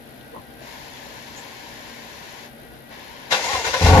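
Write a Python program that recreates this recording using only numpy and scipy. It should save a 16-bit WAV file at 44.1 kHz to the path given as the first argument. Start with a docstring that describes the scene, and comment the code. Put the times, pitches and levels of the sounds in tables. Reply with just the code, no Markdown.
"""A V8 pickup starts from cold in a driveway, heard from behind its tailpipes.
First an insect buzzes over a quiet outdoor hum, and something bumps in the cab.
From 0.6 s the fuel pump hisses twice to build pressure; a bird chirps during the first run.
At 3.3 s the starter's gear slams in and turns the engine over for half a second.
At 3.8 s the cylinders catch, and each firing sends a boom and a bark out of the exhaust."""
import sys
import numpy as np
from scipy import signal
from scipy.fft import rfft, irfft
from scipy.io import wavfile

SR = 44100
rng = np.random.default_rng(int(sys.argv[2]) if len(sys.argv) > 2 else 0)


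def store_wav(level_fs):
    """Save 16-bit WAV to argv[1]."""
    pcm = np.round(np.clip(np.atleast_2d(level_fs), -1, 1) * 32767)
    wavfile.write(sys.argv[1], SR, pcm.T.astype(np.int16))


N = 176400
T, HZ = np.arange(N) / SR, np.fft.rfftfreq(N, 1 / SR)

# Tone of the outdoor air: frequency_hz, gain_db
AIR_TONE = [(15, -51), (25, -16), (125, -8.5), (199, -11), (236, -5), (393, -11.5), (514, -11), (554, -9),
            (742, -10.5), (1120, -21.5), (1620, -17), (2980, -23), (3990, -24), (4730, -28.5), (8500, -39),
            (11000, -66), (18700, -120)]
# How alike the air sounds left and right: frequency_hz, likeness (1 = the same)
AIR_LIKENESS = [(60,0.88),(250,.75),(650,0.38),(1400,0.24),(6000,0.11)]
# How much louder the air is on the left: frequency_hz, left_over_right_db
AIR_BALANCE = [(60,1),(600,4),(1400,0.5),(3000,7),(8000,4.5)]
# How far the left wave runs ahead: frequency_hz, lead_radians
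AIR_LEFT_LEAD = [(60,-1.5),(250,0.22),(520,1.0),(950,1.1),(1700,5)]
# Hum of a distant machine: pitch_hz, level_db
MACHINE_HUM = [(61,-58),(133,-59),(231.5,-57),(463,-59.5),(786,-61.5),(1459,-60.5),(1583,-59),(1922,-61)]
# Bumps in the cab: start_s, level_db, pitch_hz, width_hz, rise_s, decay_s
CAB_BUMPS = [(.190,-38.5,120,150,0.0068,0.009),(.209,-45,3260,1200,.002,.003),(.320,-39,510,110,0.012,0.039),(0.337,-36,976,200,0.026,0.024),(.358,-38,327,350,0.011,.022),(0.379,-39,159,110,0.014,.012),(.610,-43,536,303,0.006,0.023)]
# Tone of the insect: frequency_hz, gain_db
INSECT_TONE = [(8000,-63),(9200,-10.5),(10000,-5.5),(10550,2),(11100,-6),(12000,-2.5),(14500,-6)]
# The bird's chirp: start_s, length_s, gain_db, from_hz, to_hz
BIRD_CHIRPS = [(1.360,.065,-50,6700,7450)]

# The two pump runs: start_s, end_s, rise_s, level_db, treble_cutoff_hz
PRIMING_RUNS = [(.57,2.455,0.1,-43,8600),(2.879,3.4,0.052,-44,5400)]
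# Tone of the pump's hiss: frequency_hz, gain_db
PUMP_TONE = [(100,-11),(240,-8.5),(380,-2),(750,1),(1050,5.5),(1250,-8),(1800,2),(3000,-2),(4800,-5.5),(7200,-6.5),(8500,-23),(10000,-13),(11800,-7),(14000,-28)]
# Ringing of the fuel line: pitch_hz, width_hz, gain_db
FUEL_LINE_RINGS = [(583,39,0.5),(799,17,0),(946,12,1.5),(1058,51,-1.5),(1696,43,1.5),(1920,33,-0.5),(2174,39,1.5)]
# The pump's thin whistle: time_s, pitch_hz, level_db
WHISTLE_PATH = [(.6,12100,-90),(.68,11900,-58),(.78,11800,-60),(.95,11900,-73),(2.4,11750,-76),(2.48,11700,-95)]
# How much louder the pump is on the left: frequency_hz, left_over_right_db
PUMP_BALANCE = [(60, 3.0), (110, 2.5), (200, 2.2), (370, 1.9), (680, 5.6), (1250, 0.5), (2290, 5.6),
                (4190, 11.9), (7690, 1.3), (14100, 2.5)]

# How alike the truck sounds left and right: frequency_hz, likeness
TRUCK_LIKENESS = [(80,.99),(300,1),(700,0.97),(1050,0.96),(1400,0.0067),(3000,0),(6000,0.027)]
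# How much louder the truck is on the left: frequency_hz, left_over_right_db
TRUCK_BALANCE = [(60, -1), (99, 6.5), (160, 2), (270, 2.5), (440, 0.5), (720, 3.5), (1180, 2), (1940, 3.5),
                 (3180, 10.5), (5230, 8), (8590, -2.5), (14100, -5)]
# How far the truck's left wave runs ahead: frequency_hz, lead_radians
TRUCK_LEFT_LEAD = [(60,0),(400,0.74),(750,0.38),(1050,0.61),(1500,5)]
# The starter turning the engine: time_s, grind_db, whine_hz, whine_db
CRANKING = [(3.295,-55,498.4,-65),(3.312,-24,601.3,-50),(3.40,-30,833,-35.5),(3.44,-26.5,929,-36.5),(3.47,-28.5,966,-26),(3.495,-27,1091,-28.5),(3.52,-26.5,1133,-28),(3.555,-25,1030,-26),(3.595,-28.5,955,-31),(3.63,-32,860,-47),(3.67,-24.5,895,-39),(3.72,-30,893,-57),(3.76,-29.5,1012,-44),(3.795,-27,1000,-63),(3.87,-20,1100,-39),(3.91,-26.5,1100,-54),(4.0,-28,1140,-60)]
# Tone of the grinding gears: frequency_hz, gain_db
GEAR_TONE = [(59, -41), (100, -12), (118, -29), (360, -12.5), (556, -3), (604, -15), (656, -4.5),
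             (824, -12), (993, -9.5), (1250, -12), (1500, -13), (1730, -9.5), (2050, -6), (2910, -12.5),
             (3890, -12), (6650, -13.5), (8880, -28), (11400, -24.5), (14000, -40)]
# Whine of the starter motor's brushes: time_s, pitch_hz, level_db
BRUSH_WHINE = [(3.38,6000,-55),(3.46,6650,-36),(3.53,7050,-44),(3.60,6600,-43),(3.65,7000,-40),(3.70,6300,-42),(3.78,5700,-41),(3.85,5700,-54)]
# The gear slams in, then loose teeth knock:
# start_s, level_db, rise_s, decay_s, treble_db, low_ring_hz, high_ring_hz, ring_db
GEAR_KNOCKS = [(3.31,-16.5,0.016,0.028,2.5,739,812,-5),(3.640,-26.5,0.0097,0.025,-5,465,914,-3.5),(3.734,-21,0.0082,0.021,-4,557,1014,1)]
# Tone of a knock: frequency_hz, gain_db
KNOCK_TONE = [(59, -46), (100, -17), (270, -16.5), (523, -11), (630, -34), (728, -19), (1120, -29),
              (1250, -15), (1470, 0), (2130, -15.5), (2370, -12), (3890, -7.5), (4400, -14), (7220, -18),
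              (8180, -36), (11400, -24.5), (14000, -48)]
# Ringing of the starter's case and the truck's floor: pitch_hz, width_hz, gain_db
HOUSING_RINGS = [(443,53,-5),(558,58,-0.5),(726.5,35,1),(800,39,-18),(899,14,2.5),(969,75,4),(1128,16,3.5),(1510,92,0),(1836,35,2.5),(2108,54,5.5),(2750,40,1.5),(3950,140,-2.5)]

# Puffs from the tailpipes before the engine fires: start_s, level_db
UNFIRED_PUFFS = [(3.534,-27),(3.661,-33.5),(3.767,-36)]
# The running engine: time_s, firings_per_s, boom_db, bark_db
ENGINE_RUN = [(3.811,41,-16.5,-21),(3.834,45.2,-11,-25.5),(3.856,41.7,-35,-14.5),(3.878,36.5,-17,-13),(3.902,46,-10,-14.5),(3.925,47.8,-14,-12),(3.95,46.9,-11,-12.5),(3.972,44.5,-11.5,-11.5),(4.0,45,-10,-10.5)]
# Deep notes of the exhaust: pitch_hz, gain_db, decay_s
PIPE_NOTES = [(84,-1,0.033),(63,-3,.035),(104,-10.5,0.02),(163.3,-12,0.02),(201.7,-18.5,0.025),(267,-15,0.014)]
# Higher ringing of the exhaust: pitch_hz, width_hz, gain_db
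TAILPIPE_RINGS = [(170,33,-1.5),(267,79,-2),(336,90,-11),(436,9.5,-3),(519.4,24.5,0),(570.5,11,-8),(683.6,14,-1.5),(752,15,2.5),(821,27,-1),(870.6,15,-5.5),(915,55,-3),(1123,45,-5),(1464,93,-5)]
# Tone of the exhaust's rasp: frequency_hz, gain_db
RASP_TONE = [(100,7),(300,-2),(600,-14),(1050,3),(1280,-22),(1500,-9),(2100,-2.5),(3000,-11.5),(5500,-22),(7200,-16),(8500,-35),(11500,-22),(14000,-41)]


def amp(db):
    """Turn decibels into a number to multiply by."""
    return 10 ** (np.asarray(db) / 20)


def unit(x):
    """Scale a sound to an average strength (rms) of 1."""
    return x / np.sqrt(np.mean(x ** 2) + 1e-20)


def read(points, hz=HZ):
    """Join a table's points smoothly across frequency."""
    f, value = np.transpose(points)
    return np.interp(np.log(hz + 1), np.log(f + 1), value)


def curves(rows):
    """Turn each column after time_s into a curve over time."""
    time_s, *columns = np.transpose(rows)
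    return [np.interp(T, time_s, column) for column in columns]


def noise():
    """Two unrelated white noises."""
    return rng.standard_normal((2, N))


def colour(x, gain):
    """Give each frequency its own gain, then scale to strength 1."""
    return unit(irfft(rfft(x) * gain, N))


def band(hz, width_hz):
    """Gains that let through only what is near one pitch."""
    return 1 / (1 + 1j * (HZ - hz) / (0.66 * width_hz)) ** 2


def ringing(rings):
    """Noise that rings at several pitches at once."""
    return colour(noise(), sum(amp(db) / np.sqrt(width) * band(hz, width) for hz, width, db in rings))


def drift(rate_hz):
    """A random wobble, mostly slower than rate_hz."""
    return colour(rng.standard_normal(N), 1 / (1 + (HZ / rate_hz) ** 4))


def burst(start_s, rise_s, decay_s):
    """A level that climbs straight up, then dies away."""
    return np.clip((T - start_s) / rise_s, 0, 1) * np.exp(-np.maximum(T - start_s - rise_s, 0) / decay_s)


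def whine(hz, rough, width_hz):
    """A wavering tone inside a band of fuzz."""
    along, across = (colour(noise(), 1 / (1 + (HZ / width_hz) ** 4)) for _ in range(2))
    phase = 2 * np.pi * np.cumsum(hz * (1 + .008 * drift(65.2))) / SR
    return unit(np.cos(phase) * (1 + rough * along) + np.sin(phase) * rough * across)


def rattle(per_s, spread_db, wash):
    """Many tiny random hits in a steady wash of noise."""
    sizes = amp(spread_db * np.minimum(rng.exponential(1, N), 4))
    hits = sizes * (rng.random(N) < per_s / SR)
    energy = signal.lfilter([1], [1, -np.exp(-1 / (0.0017 * SR))], hits ** 2)  # each hit fades
    return unit(noise() * (unit(np.sqrt(energy)) + wash))


def stereo(pair, likeness, balance, lead):
    """Mix left and right: alike in the bass, unrelated and unequal in the treble."""
    shared, separate = rfft(pair, 2 * N)
    hz = np.fft.rfftfreq(2 * N, 1 / SR)
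    alike = np.clip(read(likeness, hz), -1, 1)
    lean = amp(read(balance, hz) / 2)
    right = (alike * shared + np.sqrt(1 - alike ** 2) * separate) * np.exp(-1j * read(lead, hz))
    return irfft(np.array([shared * lean, right / lean]))[:, :N]


def underbody(x, echo_db=-5.5, decay_s=.014):
    """Add quick echoes between the ground and the truck's steel floor."""
    t = T[:SR // 10]
    echoes = rng.standard_normal((2, len(t))) * np.exp(-t / decay_s) * (t > .002)
    echoes = unit(echoes) / np.sqrt(len(t))
    return x + amp(echo_db) * signal.fftconvolve(x, echoes, axes=1)[:, :N]


def outdoors():
    """Soft air and the wavering hum of a distant machine."""
    air = amp(-45 + 0.52 * drift(8)) * colour(noise(), amp(read(AIR_TONE)))
    hum = sum(amp(db) * colour(noise(), band(hz, 6 + 0.0045 * hz)) for hz, db in MACHINE_HUM)
    return stereo(air + hum, AIR_LIKENESS, AIR_BALANCE, AIR_LEFT_LEAD)


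def insect(pulses_per_s=58.2, decay_s=0.0017):
    """Fast pulses of high hiss make a thin buzz on the left."""
    age_s = (T - 0.022) % (1 / pulses_per_s)
    pulses = 0.41 + np.exp(-age_s / decay_s)
    return amp([[-50], [-62]]) * colour(noise() * pulses, amp(read(INSECT_TONE)))


def bird():
    """One short, rough chirp that slides upward."""
    out = 0
    for start_s, length_s, db, from_hz, to_hz in BIRD_CHIRPS:
        progress = np.clip((T - start_s) / length_s, 0, 1)
        tone = whine(from_hz + (to_hz - from_hz) * progress, rough=2.7, width_hz=630)
        out += amp(db + 7) * np.sin(np.pi * np.sqrt(progress)) * tone
    return out


def cab_bumps():
    """Something bumps in the cab: each bump is a short burst of noise around one pitch."""
    bumps = sum(amp(db) * burst(start_s, rise_s, decay_s) * colour(noise(), band(hz, width_hz))
                for start_s, db, hz, width_hz, rise_s, decay_s in CAB_BUMPS)
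    return stereo(bumps, AIR_LIKENESS, AIR_BALANCE, AIR_LEFT_LEAD)


def fuel_pump(stop_s=.022):
    """Fuel hisses and whistles through the pump and lines while pressure builds."""
    whistle_hz, whistle_db = curves(WHISTLE_PATH)
    out = amp(whistle_db) * whine(whistle_hz, rough=1, width_hz=60)
    for start_s, end_s, rise_s, db, cutoff_hz in PRIMING_RUNS:
        running = np.clip((T - start_s) / rise_s, 0, 1) * np.exp(-np.maximum(T - end_s, 0) / stop_s)
        hiss = colour(noise(), amp(read(PUMP_TONE)) / np.sqrt(1 + (HZ / cutoff_hz) ** 4))
        out += running * amp(db + .4 * drift(25)) * (hiss + amp(-6) * ringing(FUEL_LINE_RINGS))
    return stereo(underbody(out) * amp(-0.5), AIR_LIKENESS, PUMP_BALANCE, AIR_LEFT_LEAD)


def gear_knocks(width_hz=48):
    """The starter's gear slams in, then loose teeth knock; each hit rings the metal around it."""
    out = 0
    for start_s, db, rise_s, decay_s, treble_db, low_hz, high_hz, ring_db in GEAR_KNOCKS:
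        brightness = amp(treble_db * HZ ** 2 / (HZ ** 2 + 1500 ** 2))
        hit = colour(rattle(per_s=2100, spread_db=4, wash=0.48), amp(read(KNOCK_TONE)) * brightness)
        clang = amp(-4.5) * colour(ringing(HOUSING_RINGS), brightness)
        clang += amp(ring_db) * colour(noise(), band(low_hz, width_hz) + band(high_hz, width_hz))
        out += amp(db) * burst(start_s, rise_s, decay_s) * (hit + clang)
    return out


def starter():
    """Gears knock, grind and whine, slowing each time a cylinder squeezes its air."""
    grind_db, whine_hz, whine_db = curves(CRANKING)
    brush_hz, brush_db = curves(BRUSH_WHINE)
    teeth = colour(rattle(per_s=1000, spread_db=2.5, wash=1), amp(read(GEAR_TONE)))
    grind = amp(grind_db - 0.5) * (teeth + amp(-6.5) * ringing(HOUSING_RINGS))
    high_whine = whine(whine_hz, rough=.9, width_hz=48)
    low_whine = amp(-2.5) * whine(whine_hz * .735, rough=0.45, width_hz=50)
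    brushes = amp(brush_db) * whine(brush_hz, rough=3.4, width_hz=250)
    motor = (grind + amp(whine_db - 1) * (high_whine + low_whine) + brushes) * (T > CRANKING[0][0])
    return stereo(underbody(motor + gear_knocks()), TRUCK_LIKENESS, TRUCK_BALANCE, TRUCK_LEFT_LEAD)


def boom(start_s, rise_s=0.0062):
    """One push of gas rings the deep notes of the exhaust."""
    t = T[:N - round(start_s * SR)]
    notes = sum(amp(db) * np.exp(-t / decay_s) * np.sin(2 * np.pi * hz * t)
                for hz, db, decay_s in PIPE_NOTES)
    return np.pad((1 - np.exp(-t / rise_s)) * notes, (N - len(t), 0))


def exhaust(uneven_db=4, low_cut_hz=52):
    """After a few unfired puffs, each firing booms in the pipes and barks out of their tips."""
    firings_per_s, boom_db, bark_db = curves(ENGINE_RUN)
    count = np.cumsum(firings_per_s * (T > ENGINE_RUN[0][0])) / SR
    firings = np.flatnonzero(np.diff(np.ceil(count)))  # the sample where each one starts
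    puffs = sum(amp(db) * boom(start_s) for start_s, db in UNFIRED_PUFFS)
    # Every other firing booms harder.
    booms = sum(amp(boom_db[i] + uneven_db * (k % 2 - .5)) * boom(T[i]) for k, i in enumerate(firings))
    low_cut = signal.butter(4, low_cut_hz, "highpass", fs=SR, output="sos")
    bass = signal.sosfilt(low_cut, puffs + amp(6.5) * booms) * amp([[.9], [-.9]])
    flow = np.sqrt(sum((amp(bark_db[i]) * burst(T[i], rise_s=0.0028, decay_s=0.039)) ** 2
                       for i in firings))
    rasp = colour(rattle(per_s=920, spread_db=0, wash=0.5), amp(read(RASP_TONE)))
    bark = flow * (amp(-0.5) * ringing(TAILPIPE_RINGS) + amp(-8) * rasp)
    return bass + stereo(bark, TRUCK_LIKENESS, TRUCK_BALANCE, TRUCK_LEFT_LEAD)


def scene():
    """Add up the yard and the truck."""
    return outdoors() + insect() + bird() + cab_bumps() + fuel_pump() + starter() + exhaust()


def record(dry):
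    """Gently squash the loudest peaks, then cut the treble above 14600 Hz."""
    squashed = dry / (1 + dry ** 8) ** (1 / 8)
    treble_cut = signal.firwin(511, 14600, window=("kaiser", 9), fs=SR)
    return signal.oaconvolve(squashed, treble_cut[None], "same")


dry = scene()
out = record(dry)
store_wav(out)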